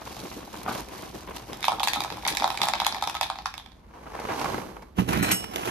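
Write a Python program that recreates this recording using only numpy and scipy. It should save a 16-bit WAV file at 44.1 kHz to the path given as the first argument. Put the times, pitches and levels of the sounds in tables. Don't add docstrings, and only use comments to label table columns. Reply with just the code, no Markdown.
import sys
import numpy as np
from scipy import signal
from scipy.fft import rfft, irfft
from scipy.io import wavfile

SR = 44100
rng = np.random.default_rng(int(sys.argv[2]) if len(sys.argv) > 2 else 0)


def transcribe(u):
    v = np.clip(np.atleast_2d(u).T, -1, 1)
    q = np.round(v * 32767).astype(np.int16)
    wavfile.write(sys.argv[1], SR, q)


N = 251590
TIME = np.arange(N) / SR
BIN_HZ = np.fft.rfftfreq(N, 1 / SR)
TREBLE = np.interp(BIN_HZ, [6600, 7600], [0, 1])

# t/s, hollow level/dB, wall level/dB, snap level/dB, left minus right/dB
PIECES = [(1.5313, -34.5, -35, -42.5, -8), (1.628, -42, -27.5, -38, -3), (1.642, -24.5, -22, -49, -1),
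          (1.652, -34, -26, -32.5, -5), (1.682, -12.5, -21, -35, -3), (1.702, -41, -44, -53, 3),
          (1.7191, -19, -34, -40, -11), (1.7276, -46, -37, -53, 4), (1.7855, -30, -50, -63, -2),
          (1.7969, -34, -25, -55, -5), (1.8033, -19.5, -35, -40, -10), (1.8319, -19.5, -21, -30.5, -6),
          (1.8387, -45, -25.5, -29, 13), (1.8735, -19.5, -20.5, -27, -12), (1.8834, -39, -20, -28.5, 10),
          (1.9336, -27, -21.5, -30, -4), (1.9405, -36, -40, -47, 2), (1.96, -24, -47, -42, 4),
          (1.9698, -25.5, -36, -49, -3), (2.0049, -24.5, -24.5, -33, -1), (2.0195, -32, -34, -43, -6),
          (2.0372, -43, -33, -37.5, -2), (2.0468, -23.5, -39, -41, -7), (2.102, -31, -32, -47, 0),
          (2.1236, -32.5, -37, -48, -7), (2.1707, -38, -41, -47.5, -4), (2.251, -43, -24, -46, -4),
          (2.2653, -21, -29, -58, 2), (2.2766, -25.5, -35, -24, -5), (2.3023, -33, -32, -33, -8),
          (2.324, -43, -29.5, -44, -4), (2.3501, -32.5, -30, -36, -7), (2.3708, -35, -20.5, -30.5, -7),
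          (2.399, -28.5, -28, -48, 2), (2.422, -17.5, -28, -47, 3), (2.4426, -12, -22.5, -39, -7),
          (2.4768, -24, -31, -38.5, -7), (2.5027, -22.5, -27, -39, -6), (2.5239, -44, -46, -44, -2),
          (2.5432, -31, -37, -49, 4), (2.574, -37, -25.5, -35, -6), (2.6035, -27.5, -46, -54, 0),
          (2.6165, -22.5, -17.5, -30, -1), (2.6322, -26.5, -22.5, -33, -1), (2.637, -19.5, -44, -43, 3),
          (2.655, -35, -33, -34, -4), (2.6701, -23.5, -37, -45, -1), (2.6775, -30, -37, -41, -6),
          (2.6854, -17.5, -23, -29.5, -3.5), (2.7358, -20, -20.5, -46, -2), (2.753, -35, -32, -41, -5),
          (2.8009, -21.5, -20.5, -45, -3), (2.8179, -20.5, -42, -41, 7), (2.8473, -38, -24.5, -37, -5),
          (2.8586, -28, -40, -57, 2.5), (2.8659, -18.5, -37, -27.5, -4), (2.9242, -28, -29, -49, -8),
          (2.946, -27.5, -30, -44, 4), (2.965, -29.5, -38, -47, -13), (2.9823, -37, -38, -49, -7),
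          (3.024, -19.5, -27.5, -34, 3), (3.0388, -49, -28, -37, -8), (3.074, -21.5, -26, -38, -1),
          (3.0973, -28, -31, -37, 2), (3.144, -32, -38, -45, 5), (3.1512, -25.5, -30.5, -39, -8),
          (3.1676, -39, -31, -44, 2), (3.2113, -18.5, -22.5, -33, -6), (3.2295, -25.5, -25.5, -41, 6),
          (3.3002, -21, -29.5, -41, -7), (3.3566, -36, -40, -54, -7), (3.3868, -31, -36, -67, 1),
          (3.4577, -21, -27.5, -48, -7), (3.4658, -35, -36, -47, 7), (3.54, -37, -34, -49, -5),
          (3.579, -37, -33.5, -43.5, 3), (3.5979, -40.5, -42, -57, 0), (3.6607, -44.5, -41.5, -76, -7),
          (3.7183, -51, -50, -76, -21)]
# f/Hz, width/Hz, level/dB
BOWL_WALL = [(1620, 230, -6.5), (2263, 252, -3), (2530, 146, -1.5), (3515, 500, 0), (3970, 700, -2.5),
             (4950, 840, -8)]
CEREAL_SNAP = [(6150, 3300, -2), (10700, 4700, -3), (12550, 7300, -13)]
# f/Hz, level/dB
SLEEVE_COLOUR = [(60, -21), (120, -3), (210, -5), (400, 2.5), (620, 0), (900, 6.5), (1300, -5), (2100, -7),
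                 (3000, -11.5), (5000, -16), (8000, -22), (11000, -28.5), (15000, -39)]
SCRAPE_COLOUR = [(180, -9.5), (350, 3.5), (520, -10), (740, -7.5), (1000, 0), (1350, -6), (1700, -19),
                 (2400, 6), (3100, -23.5), (4200, -20.5), (5800, -16), (8000, -24.5), (11500, -21.5),
                 (15000, -29)]
FLEX_COLOUR = [(90, 2), (190, 6), (300, 7.5), (480, 3.5), (800, -23.5)]


def pieces(contact_s=0.00039, crumble_s=0.0026, snap_s=0.0025, snap_lead_s=0.00027):
    out, t = np.zeros((2, N)), TIME[:SR // 25]
    impact = np.exp(-t / contact_s) + 0.35 * np.exp(-t / crumble_s)
    def level(x, db):
        return from_db(db) * x / np.sqrt(np.mean(x[..., :SR // 250] ** 2))
    for start, hollow_db, wall_db, snap_db, side_db in PIECES:
        touches = 1. * (t == 0)
        touches[round(rng.uniform(.001, .0035) * SR)] += 0.28 * rng.uniform(-1.5, 1)
        knock = hollow_knock(touches, vary_db=4, detune=0.035)
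        contact = rng.standard_normal((3, len(t))) * impact
        clack = resonate(contact[0] + 1.78 * contact[1:], BOWL_WALL, vary_db=1, detune=0.034)
        burst = rng.standard_normal((2, len(t))) * np.exp(-t / snap_s)
        snap = resonate(burst, CEREAL_SNAP, vary_db=2, detune=0.15)
        add(out, start, level(knock * pan(-0.81), hollow_db - 1.46))
        add(out, start, level(clack * pan(side_db), wall_db - 0.48))
        add(out, start - snap_lead_s, level(snap * pan(side_db / 2), snap_db + 1))
    return out


def hollow_knock(x, vary_db=0, detune=0):
    # f/Hz, width/Hz, level/dB
    hollow_modes = [(830, 215, 7.5), (1140, 650, -2)]
    rim_modes = [(680, 10.5, -1.5), (775.6, 17, 10.5), (823, 11, 7), (859.6, 19, 5.5), (1008, 16, 3.5),
                 (1280, 31, 0.5)]
    rim = sum(resonate(x, [mode], vary_db) for mode in rim_modes)
    hollow = resonate(x, hollow_modes, vary_db, detune)
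    return butter(hollow + from_db(-1) * rim, [680, 1450], "band")


def crumbs():
    # t/s, level/dB
    stream = [(1.6, -31.5), (1.84, -46), (2.15, -37), (2.6, -30), (2.88, -35), (3.39, -33), (3.6, -68),
              (3.85, -75)]
    # t/s, level/dB, length/s
    clumps = [(1.640, -40, 0.028), (1.835, -43, 0.02), (1.884, -35.5, 0.0093), (2.037, -36, 0.0065),
              (1.936, -38, 0.024), (2.277, -25.5, 0.015), (2.631, -35, 0.017), (2.687, -35, 0.0076),
              (2.863, -20.5, 0.0071), (3.230, -34.5, 0.012)]
    def crackle(per_s, spread_db, snap_db):
        rough = rng.standard_normal((2, N)) * slips(per_s, spread_db, length_s=0.00081, smooth=.02)
        clacks, snaps = rms_one(resonate(rough, BOWL_WALL)), rms_one(resonate(rough, CEREAL_SNAP))
        return clacks + from_db(snap_db) * snaps
    flow = level_curve(stream)
    in_hollow, on_wall = hopping()
    hollow = np.hypot(from_db(-2.5) * flow, from_db(-4.5) * in_hollow)
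    wall = np.hypot(from_db(-10) * flow, from_db(0.5) * on_wall)
    patter = from_db(-8) * hollow * rms_one(hollow_knock(grains(per_s=260, spread_db=8)))
    ticks = from_db(-5) * wall * crackle(per_s=400, spread_db=7, snap_db=-11)
    crunch = from_db(5.5) * swells(clumps)[0] * crackle(per_s=570, spread_db=3, snap_db=-7)
    return pan(-0.38) * (patter + ticks + crunch)


def hopping(settle_db_per_s=196):
    kicks = np.zeros((2, N))
    for start, hollow_db, wall_db, _, _ in PIECES:
        add(kicks, start, from_db([[hollow_db], [wall_db]]) ** 2)
    power = signal.lfilter([1], [1, -from_db(-settle_db_per_s / SR) ** 2], kicks + 1e-18)
    return from_db(-16) * np.sqrt(power)


def liner():
    # t/s, level/dB
    squeeze = [(0, -44.5), (1.5, -46), (2.5, -42), (3.3, -53), (3.8, -62.5)]
    # t/s, length/s, body level/dB, hiss level/dB
    tips = [(.06, 0.3, -45, -47.5), (.54, 0.067, -42.5, -49.5), (.69, 0.01, -30.5, -40),
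            (.73, 0.059, -37, -41.5), (.92, 0.13, -41.5, -46.5), (1.15, 0.036, -47.5, -48.5),
            (1.28, 0.015, -40, -65), (1.36, 0.011, -39.5, -45), (1.50, 0.022, -39.5, -57.5)]
    # t/s, level/dB
    buckles = [(0.233, -30.5), (0.364, -30.5), (1.145, -32), (1.293, -37), (1.517, -32), (1.738, -30.5),
               (1.976, -32.5), (2.116, -32.5), (2.309, -31), (2.429, -42), (2.616, -32.5), (3.071, -38)]
    # f/Hz, level/dB
    colour = [(60, -23), (110, 3), (200, -1), (330, 2.5), (520, -4), (850, 5), (1200, -7.5), (1700, -9),
              (2300, -8.5), (3300, -5.5), (5000, -8.5), (9000, -16), (15000, -21.5)]
    grip = level_curve(squeeze)
    dull, crisp = friction(colour)
    tipping = strokes(tips, rise_db_per_s=535, fall_db_per_s=239)
    body, hiss = np.hypot(tipping, grip * from_db([[-1.5], [-7]]))
    crinkle = slips(per_s=420, spread_db=3, length_s=0.0036, smooth=0.61)
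    creases = slips(per_s=360, spread_db=2.5, length_s=0.0053, smooth=0.097)
    rustle = pan(1) * body * dull * creases + pan(-3.5) * hiss * crisp * crinkle
    bumps, = strokes([(s, 0.018, db) for s, db in buckles], rise_db_per_s=2008, fall_db_per_s=751)
    strain = from_db(-6.5) * grip * slips(per_s=57, spread_db=4.5, length_s=0.007, smooth=0.47)
    flex = np.hypot(from_db(-7) * bumps, strain) * noise(FLEX_COLOUR)
    return from_db(0.5) * rustle + flex


def crinkles(length_s=0.0029):
    # t/s, level/dB
    ticks = [(0.53, -36), (.5725, -35), (.6015, -41), (0.6316, -33), (0.7256, -30), (.750, -27.5),
             (.805, -29.5), (0.8855, -36), (0.979, -36), (1.0216, -33), (1.2068, -41), (1.297, -41),
             (1.363, -29), (1.5705, -38), (1.606, -33)]
    # f/Hz, level/dB
    colour = [(600, -25), (2000, 0), (4000, 0), (8000, -2.5), (14000, -6)]
    flips, = swells([(s, db, length_s) for s, db in ticks])
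    return pan(-6.5) * flips * noise(colour)


def jolt(start_s=0.683, hold_s=0.01, level_db=-29.5):
    # f/Hz, width/Hz, level/dB
    card = [(745, 110, 4), (990, 16, -16), (1180, 110, 0.5), (1520, 40, -2)]
    heap, = strokes([(start_s, hold_s, level_db)], rise_db_per_s=1100, fall_db_per_s=280)
    rattle = butter(resonate(grains(per_s=1600, spread_db=5.5), card), [600, 2000], "band")
    return pan(.5) * heap * rms_one(rattle)


def sleeve(start_s=4.34, hold_s=0.18, bass_late_s=0.062):
    near, = strokes([(start_s, hold_s, 0)], rise_db_per_s=49, fall_db_per_s=66)
    late, = strokes([(start_s + bass_late_s, hold_s, 0)], rise_db_per_s=49, fall_db_per_s=66)
    dull, crisp = friction(SLEEVE_COLOUR)
    catches = slips(per_s=420, spread_db=1.4, length_s=0.0028, smooth=0.22)
    body = from_db(-34) * near * dull * catches
    hiss = from_db(-41.5) * near ** 1.16 * crisp * rms_one(catches + 1.1)
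    bass = from_db(-37) * pan(1.3) * late * noise(FLEX_COLOUR)
    side_db = np.interp(TIME, [4.2, 4.6], [-1, -7])
    return from_db([side_db / 2, -side_db / 2]) * (body + hiss) + bass


def scuffs():
    # t/s, body level/dB, hiss level/dB, length/s
    catches = [(.016, -32.5, -59, 0.0093), (.070, -34, -40.5, 0.011), (.542, -28, -37, 0.0032),
               (.662, -18, -49, 0.0022), (1.308, -30, -56, 0.0073), (1.368, -39, -32, 0.0044),
               (3.935, -47, -60, 0.07), (4.064, -37, -61, 0.017), (4.137, -38, -58, 0.063),
               (4.151, -33, -39, 0.0031), (4.190, -27, -52, 0.0033), (4.197, -34, -39, 0.0094),
               (4.216, -31, -49, 0.0062), (4.251, -23.5, -39, 0.0055), (4.286, -26.5, -65, 0.05),
               (4.394, -45, -30, 0.0066), (4.413, -25.5, -33, 0.013), (4.443, -19, -30, 0.0045),
               (4.457, -24, -38, 0.0082), (4.490, -34, -46, .004), (4.508, -28, -40, 0.0054),
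               (4.543, -21.5, -36, 0.0058), (4.578, -27, -41, 0.011), (4.699, -48, -56, 0.003),
               (4.766, -31, -47.5, 0.0052), (4.820, -40.5, -50.5, 0.015)]
    return pan(-1) * short_rubs(catches, SLEEVE_COLOUR)


def thuds(contact_s=0.0047):
    # t/s, level/dB
    knocks = [(4.986, -13), (5.088, -20.5), (5.172, -19), (5.208, -17.5), (5.324, -23)]
    # f/Hz, level/dB, time to fade by 60 dB/s
    modes = [(119, -8.5, 0.34), (186.5, 4.5, 0.074), (274, -2, 0.26), (370, -15, .2)]
    push, t = np.zeros(N), TIME[:SR // 40]
    strongest_hz = modes[1][0]
    shape = t * np.exp(-2 * t / contact_s) * np.sin(2 * np.pi * strongest_hz * t)
    for start, db in knocks:
        add(push, start, from_db(db) * shape / np.abs(shape).sum())
    return pan(-7.5) * sum(from_db(db + 0.5) * ring(push, hz, fade_s) for hz, db, fade_s in modes)


def shuffle():
    # t/s, length/s, body level/dB, hiss level/dB, rumble level/dB
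    slides = [(4.985, 0.027, -35, -44.5, -20.5), (5.085, 0.11, -29.5, -42, -21),
              (5.23, 0.091, -29, -40, -29), (5.36, 0.21, -40.5, -54, -38), (5.56, 0.22, -33.5, -44.5, -39)]
    # f/Hz, level/dB
    colour = [(40, -22), (75, 7), (120, -3), (190, 4), (290, 1), (420, 0.5), (800, -44)]
    # f/Hz, width/Hz, level/dB
    board = [(282, 42, 1.5), (437, 43, -1), (747, 260, 1.5)]
    body, hiss, weight = strokes(slides, rise_db_per_s=948, fall_db_per_s=349)
    dull, crisp = friction(SCRAPE_COLOUR)
    judder = slips(per_s=350, spread_db=2.5, length_s=0.0037, smooth=0.51)
    rubbing = judder * (from_db(-6) * body * dull + from_db(5) * hiss * crisp)
    rumble = from_db(-9) * pan(-9.5) * weight * noise(colour)
    drone = from_db(-2.5) * body * rms_one(resonate(judder * rng.standard_normal(N), board))
    return pan(-3.5) * (rubbing + drone) + rumble


def scrapes():
    # t/s, body level/dB, hiss level/dB, length/s
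    touches = [(4.984, -21.5, -60, 0.018), (5.088, -26.5, -28, 0.008), (5.130, -23.5, -31, 0.014),
               (5.227, -19, -32, 0.0057), (5.312, -23.5, -20.5, 0.014), (5.404, -41, -39, 0.0079),
               (5.441, -26, -28, 0.0047), (5.535, -34.5, -41, 0.019), (5.559, -23.5, -18.5, 0.0031),
               (5.632, -26.5, -41, 0.0068), (5.672, -25.5, -34, 0.024)]
    return pan(-3.5) * short_rubs(touches, SCRAPE_COLOUR)


def spoon():
    # t/s, level/dB
    clinks = [(5.226, -35.5), (5.315, -27)]
    # f/Hz, level/dB, time to fade by 60 dB/s
    modes = [(2902, -5, .5), (4624, -17, .3), (5400, -5, .5), (6571, 0, .25), (7893, 1, .28),
             (8364, 1.5, .29), (8764, -15, .6), (9525, -2, .17), (10638, -11, .25), (11717, -5, .23),
             (11756, -6, .2), (12878, -10, .2)]
    out, t = np.zeros(N), TIME[:SR // 2]
    for start, touch_db in clinks:
        for hz, db, fade_s in modes:
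            height = from_db(touch_db + db + rng.normal(0, 1.4) - 60 * t / fade_s)
            add(out, start, height * np.sin(2 * np.pi * (hz * t + rng.random())))
    return pan(-3) * out


def spoon_drag():
    # t/s, length/s, level/dB
    drags = [(5.11, .06, -33.5), (5.2, 0.11, -32.5), (5.317, 0.0054, -22.5)]
    # f/Hz, width/Hz, level/dB
    modes = [(1325, 70, -0.5), (1500, 120, -1), (1910, 190, -1.5), (2370, 120, 0.5), (2560, 96, -2.5),
             (3010, 99, -6), (3820, 190, -13), (4148, 22, 1.5)]
    push, = strokes(drags, rise_db_per_s=948, fall_db_per_s=698)
    grit = rng.standard_normal((2, N)) * slips(per_s=380, spread_db=2, length_s=0.00096, smooth=0.065)
    return pan(-1.5) * push * rms_one(resonate(grit, modes))


def room(x, wet_db, echo_db):
    # f/Hz, time to fade by 60 dB/s
    fades = [(150, 0.2), (900, 0.18), (3500, 0.34), (14000, 0.18)]
    # f/Hz, level/dB
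    colour = [(100, 5), (800, 1.5), (2000, -2), (4000, -3), (14000, -2)]
    # delay/s, level/dB
    echoes = [(.0021, -40), (.0086, -22), (.0118, -12.5), (.0215, -34)]
    t = TIME[:SR // 2]
    tail = sum(band * from_db(at_hz(colour, hz) - 60 * t / at_hz(fades, hz))
               for hz, band in stereo_bands(len(t)))
    fade_in = np.clip(t / 0.00086, 0, 1) ** 2
    response = from_db(wet_db) * rms_one(tail * fade_in) / np.sqrt(len(t))
    for delay, db in echoes:
        for side in response:
            side[round((delay + rng.uniform(-1e-4, 1e-4)) * SR)] += from_db(db + echo_db)
    return x + signal.fftconvolve(x, response, axes=1)[:, :N]


def background():
    # f/Hz, level/dB
    colour = [(22, -28), (32, -16), (45, 3), (65, 5.5), (100, -14), (160, -7.5), (260, -12.5), (500, -28),
              (1100, -41), (2000, -40), (4000, -38), (8000, -72), (15000, -59)]
    return from_db(-50.5) * noise(colour)


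def from_db(db):
    return 10 ** (np.asarray(db) / 20)


def rms_one(x):
    return x / np.sqrt(np.mean(x ** 2) + 1e-20)


def pan(db):
    return from_db([[db / 2], [-db / 2]])


def at_hz(points, hz):
    freqs, values = np.transpose(points)
    return np.interp(np.log(hz), np.log(freqs), values)


def butter(x, hz, kind):
    return signal.sosfilt(signal.butter(2, hz, kind, fs=SR, output="sos"), x + 1e-18)


def add(out, s, sound):
    i = max(round(s * SR), 0)
    out[..., i:i + sound.shape[-1]] += sound[..., :N - i]


def level_curve(rows):
    s, db = np.transpose(rows)
    gate = np.interp(TIME, [s[0] - .02, s[0], s[-1], s[-1] + .02], [0, 1, 1, 0])
    return gate * from_db(np.interp(TIME, s, db))


def swells(rows):
    out, t = np.zeros((len(rows[0]) - 2, N)), TIME[:SR // 8]
    rise = 1 - np.exp(-t / 0.0012)
    for start, *levels, length in rows:
        add(out, start, from_db(levels)[:, None] * rise * np.exp(-(t / length) ** 2))
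    return out


def strokes(rows, rise_db_per_s, fall_db_per_s):
    power = 0
    for start, length, *levels in rows:
        before, after = np.maximum(start - TIME, 0), np.maximum(TIME - start - length, 0)
        loss_db = np.minimum(rise_db_per_s * before + fall_db_per_s * after, 120)
        power = power + (from_db(levels)[:, None] * from_db(-loss_db)) ** 2
    return np.sqrt(power)


def ring(x, hz, fade_s):
    r, w = from_db(-60 / (fade_s * SR)), 2 * np.pi * hz / SR
    return signal.lfilter([0, np.sin(w)], [1, -2 * r * np.cos(w), r * r], x + 1e-18)


def resonate(x, modes, vary_db=0, detune=0):
    out = 0
    for k, (hz, width, db) in enumerate(modes):
        r = np.exp(-np.pi * width / SR)
        w = 2 * np.pi * hz / SR * np.exp(detune * rng.normal())
        gain = (-1) ** k * from_db(db + vary_db * rng.normal()) * (1 - r * r) / 2
        out = out + gain * signal.lfilter([1, 0, -1], [1, -2 * r * np.cos(w), r * r], x + 1e-18)
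    return out


def grains(per_s, spread_db):
    sizes = from_db(spread_db * np.minimum(rng.exponential(1, N), 4)) * rng.choice([-1, 1], N)
    return rms_one(sizes * (rng.random(N) < per_s / SR))


def slips(per_s, spread_db, length_s, smooth):
    releases = grains(per_s, spread_db) ** 2
    power = signal.lfilter([1], [1, -np.exp(-2 / (length_s * SR))], releases + 1e-18)
    return rms_one(np.sqrt(power / power.mean() + smooth))


def stereo_bands(size):
    # f/Hz, left-right likeness (0 to 1)
    likeness = [(50, 0.96), (200, 0.91), (700, 0.25), (1400, 0.55), (3000, 0.61), (6500, 0.0023),
                (15000, 0.02)]
    edges_hz = 25 * 2 ** np.arange(0, 9.6, .5)
    white = rng.standard_normal((2, 2, size))
    for k, (low, high) in enumerate(zip(edges_hz, edges_hz[1:])):
        mid, side = butter(white[k % 2], [low, high], "band")
        hz = np.sqrt(low * high)
        alike = at_hz(likeness, hz)
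        yield hz, np.sqrt(1 + alike) * mid + np.sqrt(1 - alike) * side * [[1], [-1]]


def noise(colour):
    return rms_one(sum(from_db(at_hz(colour, hz)) * band for hz, band in stereo_bands(N)))


def friction(colour):
    sound = noise(colour)
    hiss = butter(butter(sound, 2200, "high"), 2200, "high")
    return rms_one(butter(sound, 2500, "low")), rms_one(hiss)


def short_rubs(rows, colour):
    body, hiss = swells(rows)
    dull, crisp = friction(colour)
    return body * dull + hiss * crisp


def lag(x, ms):
    shift = np.exp(-2j * np.pi * BIN_HZ * (1 - TREBLE) * ms / 1000)
    return np.array([irfft(rfft(x[0]) * shift, N), x[1]])


def share_treble(x):
    # f/Hz, left phase lead/rad
    lead = [(5500, 0), (6800, 4), (8300, 4), (11000, 5), (12400, 7), (14200, 8.5)]
    left, right = rfft(x)
    mid = np.sqrt(1 + TREBLE) * (left + right) / 2
    side = np.sqrt(1 - TREBLE) * (left - right) / 2
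    turn = np.exp(1j * np.interp(BIN_HZ, *np.transpose(lead)))
    return irfft(np.array([(mid + side) * turn, mid - side]), N)


def scene():
    bowl = room(pieces() + crumbs(), wet_db=-6, echo_db=-0.5)
    cloth = lag(sleeve(), ms=.07) + scuffs()
    packet = lag(liner() + crinkles() + jolt(), ms=-.02)
    table = lag(shuffle() + scrapes() + thuds() + spoon_drag() + spoon(), ms=.5)
    return bowl + room(packet + cloth + table, wet_db=-14.5, echo_db=-54) + background()


def record(dry):
    top_cut = signal.ellip(10, .2, 80, 14600, fs=SR, output="sos")
    return signal.sosfilt(top_cut, butter(share_treble(dry), 41, "high"))


dry = scene()
out = record(dry)
transcribe(out)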